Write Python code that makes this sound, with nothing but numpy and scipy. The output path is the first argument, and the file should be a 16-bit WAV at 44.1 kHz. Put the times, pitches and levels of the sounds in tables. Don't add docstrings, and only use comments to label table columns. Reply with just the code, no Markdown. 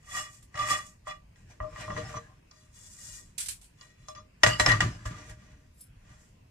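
import sys
import numpy as np
from scipy import signal
from scipy.io import wavfile
from scipy.ndimage import uniform_filter1d

SR = 44100
rng = np.random.default_rng(int(sys.argv[2]) if len(sys.argv) > 2 else 0)


def gain_from_decibels(decibels):
    exponent = np.asarray(decibels, float) / 20
    return 10 ** exponent


def to_wav(sig):
    pcm = np.clip(np.atleast_2d(sig), -1, 1) * 32767
    pcm = np.round(pcm).astype(np.int16)
    wavfile.write(sys.argv[1], SR, pcm.T)


N = 286729
TIME = np.arange(N) / SR


def add(mix, start, sound):
    mix[:, start:start + sound.shape[1]] += sound


def evened(x):
    return x / np.sqrt(np.mean(x ** 2) + 1e-20)


def read(points, hz):
    f, value = np.transpose(points)
    return np.interp(np.log(hz + 1), np.log(f + 1), value)


FINE = uniform_filter1d(rng.standard_normal(2049), 5) * np.sqrt(5)


def coloured(x, points, fine_db):
    gain_db = read(points, np.fft.rfftfreq(4096, 1 / SR)) + fine_db * FINE
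    both_sides_db = np.r_[gain_db, gain_db[-2:0:-1]]
    log_gain = np.log(gain_from_decibels(np.maximum(both_sides_db, -100)))
    spectrum = np.exp(np.conj(signal.hilbert(log_gain)))
    taps = np.fft.ifft(spectrum).real[:2048]
    return signal.oaconvolve(x, taps[None] / np.linalg.norm(taps), axes=1)[:, :x.shape[1]]


def mode(x, hz, width_hz, turn, skirt_hz=260):
    step = np.exp(2j * np.pi * hz / SR)
    decay, soft = np.exp(-np.pi * width_hz / SR), np.exp(-np.pi * skirt_hz / SR)
    ring = signal.lfilter([1 - soft], np.convolve([1, -step * decay], [1, -step * soft]), x)
    return np.array([(ring * np.exp(1j * turn)).imag, (ring * np.exp(-1j * turn)).imag])


def grit(per_s, spread_db, size):
    height = gain_from_decibels(spread_db * np.minimum(rng.exponential(1, (2, size)), 5))
    sign = rng.choice([-1, 1], (2, size))
    return evened(height * sign * (rng.random((2, size)) < per_s / SR))


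def pressure_db(t, top_s, rise_s, fall_s, bend):
    away = np.where(t < top_s, (top_s - t) / rise_s, (t - top_s) / fall_s)
    return -30 * away ** bend


# pitch_hz, width_hz, wiped_db, dragged_db, lifted_db, struck_db
PAN = [(466.6, 6.7, -52.5, -9.5, -23, -28.5), (617, 6.8, -14, -1, -5.5, -3),
       (776.7, 48, -8, -5.5, -16, -3.5), (1078, 35, -23, -3, -4, 2.5), (1189.3, 32, -1, -4.5, 5, 2),
       (1173.2, 15, 2.5, 0, -12.5, 1), (1698, 50, -18.5, -6, -20.5, -1.5), (1802, 31, -13, -9, -2, -6),
       (1901.5, 30, 1.5, -0.5, 6, 2), (1922, 21, -5, -13.5, -7.5, -8), (2432, 30, -7.5, -11, -1, -17),
       (2760, 18, -18, -24, -13, -15.5), (2890, 23, -11, -14, -0.5, -5.5), (3422, 30, -9, -15, 1.5, -5),
       (4030, 24, -16.5, -17, 2, -14), (4693, 100, -14.5, -23, 5, -10), (5274, 45, -9, -11, 1.5, -6.5),
       (6040, 72, -33, -4.5, 4, -10.5), (6330, 51, -12, -34, -10, -10), (6900, 67, -19.5, -40, 2, -15.5)]
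# pitch_hz, width_hz, level_db
STOVE = [(50.3, 39, -8.5), (65, 40, -6.5), (111.5, 14, 3), (154.6, 16, -10), (195, 6, -13.5),
         (290.2, 11, -11)]
# pitch_hz, level_db (per Hz)
SKIN = [(880, -41), (1500, -15), (1860, -19), (2090, -31.5), (3540, -11), (3830, -10), (4310, -10.5),
        (5140, -2), (7520, 4.5), (15500, -25)]
# pitch_hz, level_db (per Hz)
CRACK = [(150, -52), (250, -19.5), (635, -10), (1030, -9.5), (1180, -36), (1360, -6.5), (1890, -8.5),
         (4170, -17), (7000, -16), (15500, -48)]


def rubbing(strokes, span_s, column, damping, scrape_db, wander_db, bend, low_db, hiss_db, rumble_db, side_db):
    start, stop = np.round(np.multiply(span_s, SR)).astype(int)
    t, size = np.arange(start, stop) / SR, stop - start
    power = np.zeros((4, size))
    for top_s, rise_s, fall_s, ring_db, soft_db in strokes:
        press_db = pressure_db(t, top_s, rise_s, fall_s, bend)
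        late_db = pressure_db(t, top_s, rise_s, 1.43 * fall_s, bend)
        lost_db = 0.45 * soft_db
        levels_db = np.array([press_db,
                              press_db + low_db - lost_db,
                              0.95 * press_db + hiss_db + soft_db,
                              late_db + rumble_db - lost_db])
        power += gain_from_decibels(ring_db + levels_db) ** 2
    high, low, dry_hiss, shake = np.sqrt(power)

    slips, knots = grit(2500, 3.5, size), np.arange(0, size + 3000, 3000)
    pan = gain_from_decibels(scrape_db) * high * coloured(grit(4000, 1.4, size), CRACK, 0.73)
    for k, row in enumerate(PAN):
        hz, width_hz = row[0], damping * row[1]
        wander = gain_from_decibels(wander_db * np.interp(np.arange(size), knots, rng.standard_normal(len(knots))))
        drive = (low if hz < 1400 else high) * wander * slips[0]
        unit = np.sqrt(4 * np.pi * width_hz / SR)
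        pan += gain_from_decibels(row[column] - 5) * unit * mode(drive, hz, width_hz, 1.015 * np.sin(1.916 * k + column))
    rumble = sum(gain_from_decibels(db) * np.sqrt(w) * mode(slips[1], hz, 1.64 * w, 0.09) for hz, w, db in STOVE)
    hiss = dry_hiss * coloured(grit(9000, 5.6, size), SKIN, 3.6)

    near, bass = np.zeros((2, 2, N))
    sides = gain_from_decibels([[side_db / 2], [-side_db / 2]])
    add(near, start, sides * (pan / np.sqrt(1 + gain_from_decibels(2 * scrape_db)) + hiss))
    add(bass, start, shake * evened(rumble))
    return np.array([near, bass])


# from_s, to_s
SPANS = [
    (0, 1.3),
    (1.3, 2.4),
    (4.4, 5.6),
    (2.45, 4.4),
    (5.0, 6.5),
]

# top_s (most pressure), rise_s, fall_s, ring_db, softness_db (more hiss, less low ring)
WIPES = [
    (.175, .13, 0.14, -33, 1),
    (.33, .1, 0.17, -60.5, 11.5),
    (.555, .02, 0.078, -41.5, -24.5),
    (.6, .07, 0.25, -33.5, -7.5),
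    (.71, .09, 0.14, -25.5, -1.5),
    (.87, .1, 0.12, -67, 19),
    (1.08, .03, 0.1, -38.5, -9.5),
]


def wiping():
    return rubbing(WIPES, SPANS[0], column=2, damping=1.28, scrape_db=-14, wander_db=0.5, bend=1.21,
                   low_db=-6.0, hiss_db=-6, rumble_db=-18.5, side_db=0.5)


# top_s (most pressure), rise_s, fall_s, ring_db, softness_db
DRAGS = [
    (1.37, 0.028, 0.46, -67, 17),
    (1.51, 0.066, 0.14, -55.5, 10.5),
    (1.62, 0.036, 0.24, -56.5, -31),
    (1.81, 0.15, 0.2, -41, 8),
    (1.9, 0.072, 0.36, -48, -20),
    (1.975, 0.082, 0.23, -40.5, -4),
    (2.1, 0.41, 0.3, -47, 9.5),
    (2.17, 0.084, 0.035, -43, -11),
]


def dragging():
    return rubbing(DRAGS, SPANS[1], column=3, damping=1.9, scrape_db=-1.5, wander_db=6.5, bend=0.84,
                   low_db=-0.5, hiss_db=-21, rumble_db=1.5, side_db=0.5)


# top_s (most pressure), rise_s, fall_s, ring_db, softness_db
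RATTLES = [
    (4.47, 0.037, 0.13, -25, 4),
    (4.605, 0.026, 0.11, -28, 8),
    (4.69, 0.1, 0.16, -25.5, -3.5),
    (4.725, 0.032, 0.11, -40, -17),
    (4.815, 0.023, 0.13, -29.5, -17),
    (4.86, .05, 0.47, -50, 2.5),
    (5.06, 0.018, 0.079, -40, 7.5),
    (5.11, 0.028, 0.1, -48, -20),
]


def rattling():
    return rubbing(RATTLES, SPANS[2], column=5, damping=2, scrape_db=3.5, wander_db=9, bend=0.84,
                   low_db=-6.0, hiss_db=-13, rumble_db=2.5, side_db=1.1)


# top_s (most pressure), rise_s, fall_s, ring_db, softness_db
LIFTED = [(2.52, 0.022, 0.39, -73, -14.5), (2.6, 0.19, 0.2, -80, 7), (2.77, 0.08, 0.25, -68.5, 6.5),
          (2.86, 0.12, 0.053, -67, 7.5), (2.93, 0.23, 0.093, -76, 17), (3.06, 0.24, 0.3, -61, 9),
          (3.16, 0.2, 0.11, -67.5, 14), (3.825, 0.091, 0.16, -63.5, -4.5), (4.02, 0.094, 0.33, -74, -3.5),
          (4.09, 0.025, 0.069, -60.5, -2), (4.155, 0.0086, 0.096, -58, -25.5)]


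def lifted():
    return rubbing(LIFTED, SPANS[3], column=4, damping=1.1, scrape_db=-1, wander_db=3.5, bend=1.44,
                   low_db=-1.0, hiss_db=4.5, rumble_db=-2.5, side_db=2.0)


# top_s (most pressure), rise_s, fall_s, ring_db, softness_db
SETTLING = [
    (5.19, 0.3, 0.19, -50, -13.5),
    (5.31, 0.24, 0.082, -52, -4),
    (5.42, 0.18, 0.45, -61, -10.5),
    (5.52, 0.067, 0.068, -63.5, -21),
    (6.11, 0.18, 0.21, -59.5, -9),
    (6.23, 0.25, 0.21, -70.5, 8),
]


def settling():
    return rubbing(SETTLING, SPANS[4], column=3, damping=1.07, scrape_db=-1.5, wander_db=0.5, bend=1.14,
                   low_db=-11.5, hiss_db=-4, rumble_db=0.5, side_db=0.0)


def knocks(rows, ring, crack_db):
    s, blow_db, low_db, high_db, boom_db, spot_hz = np.transpose(rows)
    at, luck = np.round(s * SR).astype(int), rng.standard_normal((len(s), len(PAN)))
    pan, push, cracks = np.zeros((2, N)), np.zeros(N), np.zeros((2, N))
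    for k, (hz, width_hz, *_, db) in enumerate(PAN):
        extra_db = low_db if hz < 1400 else high_db * np.clip((hz - 2700) / 1300, 0, 1)
        spot_db = 10.0 * np.exp(-((hz - spot_hz) / 350) ** 2) + 2 * luck[:, k]
        clicks = np.zeros(N)
        clicks[at] = gain_from_decibels(blow_db + extra_db + db + spot_db - 11.5)
        damping = ring if hz < 2200 else 2 * ring
        pan += mode(clicks, hz, damping * width_hz, 0.99 * np.sin(2.0 * k), skirt_hz=500)

    t = (np.arange(2400) - 200) / SR
    shape = np.exp(np.minimum(t / 0.00017, -t / 0.0056))
    shape += 0.12 * (t > 0) * np.exp(-t / 0.023)
    burst = rng.standard_normal((len(s), 2, 2400)) * shape
    for k, i in enumerate(at - 200):
        add(cracks, i, gain_from_decibels(blow_db[k] + 0.5 * high_db[k] + crack_db) * burst[k])

    push[at] = gain_from_decibels(blow_db + boom_db - 3.5)
    push = signal.oaconvolve(push, signal.windows.hann(600) / 200)[:N]
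    boom = sum(gain_from_decibels(db) * mode(push, hz, width_hz, 0.05) for hz, width_hz, db in STOVE)
    return np.array([pan + coloured(cracks, CRACK, 2.2) * gain_from_decibels([[-1.2], [1.2]]), boom])


# start_s, blow_db, low_modes_db (more), high_modes_db (more), boom_db (more)
TAPS = [(0.5424, -33.5, -8, -14, -6), (0.5751, -23.5, -22, -13, -14), (1.07, -35, 5.5, -32, -27),
        (1.3581, -53, -16, 0.5, -18), (1.6023, -29.5, 4.5, -53, 10.5), (1.727, -48.5, 4.5, -28, 18),
        (1.7606, -34, -4, -25, -23), (1.8797, -46, 17.5, -29, -18), (1.903, -27, 0, -31, -27),
        (1.9656, -24.5, -7, -47, -37), (2.141, -47, 17, -16, -11), (5.055, -33.5, 5, -5, 18),
        (5.2951, -37.5, -23, -9.5, 8)]
# start_s, blow_db, off_main_db (modes off the main pair, more), boom_db (more), favoured_hz
CLATTER = [
    (4.4329, -11.5, 1.5, -36, 4730),
    (4.4343, -0.5, 0, -19.5, 5230),
    (4.4632, -8, -1, -23.5, 4680),
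    (4.5975, -7, 2, -11, 4030),
    (4.6616, -12, 9, -15, 5230),
    (4.693, -12.5, -14, -9, 4070),
    (4.7172, -18.5, 9, 2, 3930),
    (4.8054, -5, -12.5, -13, 5500),
]


def on_grate():
    taps = [(*row, 5250) for row in TAPS]
    bounces = [(s, db, off_db - 11.5, off_db, boom_db, hz) for s, db, off_db, boom_db, hz in CLATTER]
    return knocks(taps + bounces, ring=1.19, crack_db=-11)


# start_s, blow_db, low_modes_db (more), high_modes_db (more), favoured_hz
TICKS = [
    (0.4245, -58, -7, 0, 6900),
    (2.5116, -63.5, 9, 30.5, 4680),
    (2.845, -77, -24, -20, 1930),
    (3.8108, -52.5, 0, 23, 4740),
    (4.0843, -54, 19.5, 29.5, 6330),
    (4.1498, -50.5, 1.5, 18, 2890),
]


def in_air():
    return knocks([(*row[:4], -np.inf, row[4]) for row in TICKS], ring=0.68, crack_db=-13)


# start_s, level_db, t60_s (dies by 60 dB), left_right_db
BRUSHES = [(0.4259, -43, 0.12, -2.5), (3.3788, -29.5, 0.12, -22), (3.3808, -25.5, 0.27, 3),
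           (3.4025, -22, 0.13, 1), (3.4244, -37, 0.41, -3), (3.459, -25.5, 0.079, -4),
           (3.484, -18, 0.11, -3.5), (3.508, -30.5, 0.17, 5), (3.6127, -43.5, 0.27, -3),
           (3.6418, -47, 0.1, 6), (5.294, -40.5, 0.061, 9.5)]
# pitch_hz, level_db (per Hz)
BRUSH = [(240, -58), (400, -28), (1100, -21), (1910, -10), (3410, -7.5), (6890, -3), (7670, 0.5), (9500, 0),
         (14800, -20), (15500, -20)]


def brushes():
    gain = np.zeros((2, N))
    for s, db, t60, side_db in BRUSHES:
        t = np.maximum(TIME - s, 0)
        flick = gain_from_decibels(db - 12.5 - 60 * t / t60) * (1 - np.exp(-t / 0.00085))
        gain += gain_from_decibels([[side_db / 2], [-side_db / 2]]) * flick
    return gain * coloured(grit(5500, 1.9, N), BRUSH, 0.33)


# pitch_hz, width_hz, level_db
BANGLE = [(5230, 47, -9), (7660, 69, -4), (8600, 74, -7), (9770, 25.5, -1), (11400, 45, -9),
          (12500, 50, -5), (13600, 49, -15), (14400, 67, -23)]
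# rise_s, fall_s, level_db
SQUEAK = (0.087, 0.085, -54.5)


def bangle():
    slips = grit(2900, 4.4, N)[0]
    lines = sum(gain_from_decibels(db) * mode(slips, hz, 1.15 * width_hz, 0.98, skirt_hz=504) * np.sqrt(width_hz)
                for hz, width_hz, db in BANGLE)
    rise_s, fall_s, squeak_db = SQUEAK
    level_db = squeak_db + pressure_db(TIME, 5.815, rise_s, fall_s, bend=1.3)
    scratch = coloured(slips * np.ones((2, 1)), BRUSH, 0.95)
    return gain_from_decibels(level_db) * (evened(lines) + 0.35 * scratch)


# pitch_hz, t60_s
KITCHEN = [(150, 0.13), (700, 0.09), (2000, 0.099), (5000, 0.051), (12000, 0.071)]


def kitchen(x):
    taps = np.zeros((2, SR // 2))
    starts = np.arange(120, SR // 2 - 20, 20)
    at = starts + rng.integers(0, 20, (2, len(starts)))
    np.put_along_axis(taps, at, rng.choice([-1., 1.], at.shape), 1)
    hz, t, z = signal.stft(taps, SR, nperseg=256)
    fade = gain_from_decibels(-60 * t / read(KITCHEN, hz)[:, None])
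    tail = signal.istft(z * fade, SR, nperseg=256)[1]
    return signal.fftconvolve(x, tail / np.linalg.norm(tail[0]), axes=1)[:, :N]


# pitch_hz, level_db (per Hz)
HUM = [(12, -24.5), (20, 0.5), (112, -6), (333, -22.5), (393, -25), (649, -28), (788, -31), (1040, -26.5),
       (1160, -32.5), (1380, -34.5), (2610, -30), (3450, -39.5), (4310, -38.5), (6360, -40), (15500, -52.5)]
# pitch_hz, likeness (1 is the same)
SAME = [(60, 1.), (200, 0.98), (400, 0.08), (1000, 0.56), (4000, 0.067)]


def hum():
    frames, hz = N // 512 + 5, np.fft.rfftfreq(2048, 1 / SR)
    a, b, c, d, patches = rng.standard_normal((frames, 1025, 5)).T
    patches = evened(uniform_filter1d(uniform_filter1d(patches, 20, 0), 8, 1))
    same = np.clip(read(SAME, hz), -1, 1)[:, None]
    left, other = a + 1j * b, c + 1j * d
    z = np.array([left, same * left + np.sqrt(1 - same ** 2) * other])
    z[1] *= np.exp(-2j * np.pi * hz * 0.0006 * (hz > 250))[:, None]
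    z *= gain_from_decibels(read(HUM, hz)[:, None] + 2 * patches)
    return gain_from_decibels(-55.5) * evened(signal.istft(z, nperseg=2048, noverlap=1536)[1][:, :N])


def scene():
    rub, rumble = wiping() + dragging() + rattling() + lifted() + settling()
    hits, boom = on_grate() + in_air()
    near = rub + brushes() + bangle()
    small_top = signal.butter(2, 44, "highpass", fs=SR, output="sos")
    bass = signal.sosfilt(small_top, rumble + boom)
    return near + hits + kitchen(gain_from_decibels(-4.5) * near + gain_from_decibels(-9.0) * hits) + bass + hum()


def band_limit(x):
    return signal.sosfilt(signal.butter(12, 16320, fs=SR, output="sos"), x)


def record(dry):
    edge = signal.firwin(301, 15550, window=("kaiser", 8), fs=SR)
    x = signal.sosfilt(signal.butter(2, 36, "highpass", fs=SR, output="sos"), dry)
    x = 1.3 * np.tanh(x / 1.3)
    mix = signal.oaconvolve(x, edge[None], "same", axes=1)
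    return band_limit(mix)


dry = scene()
out = record(dry)
to_wav(out)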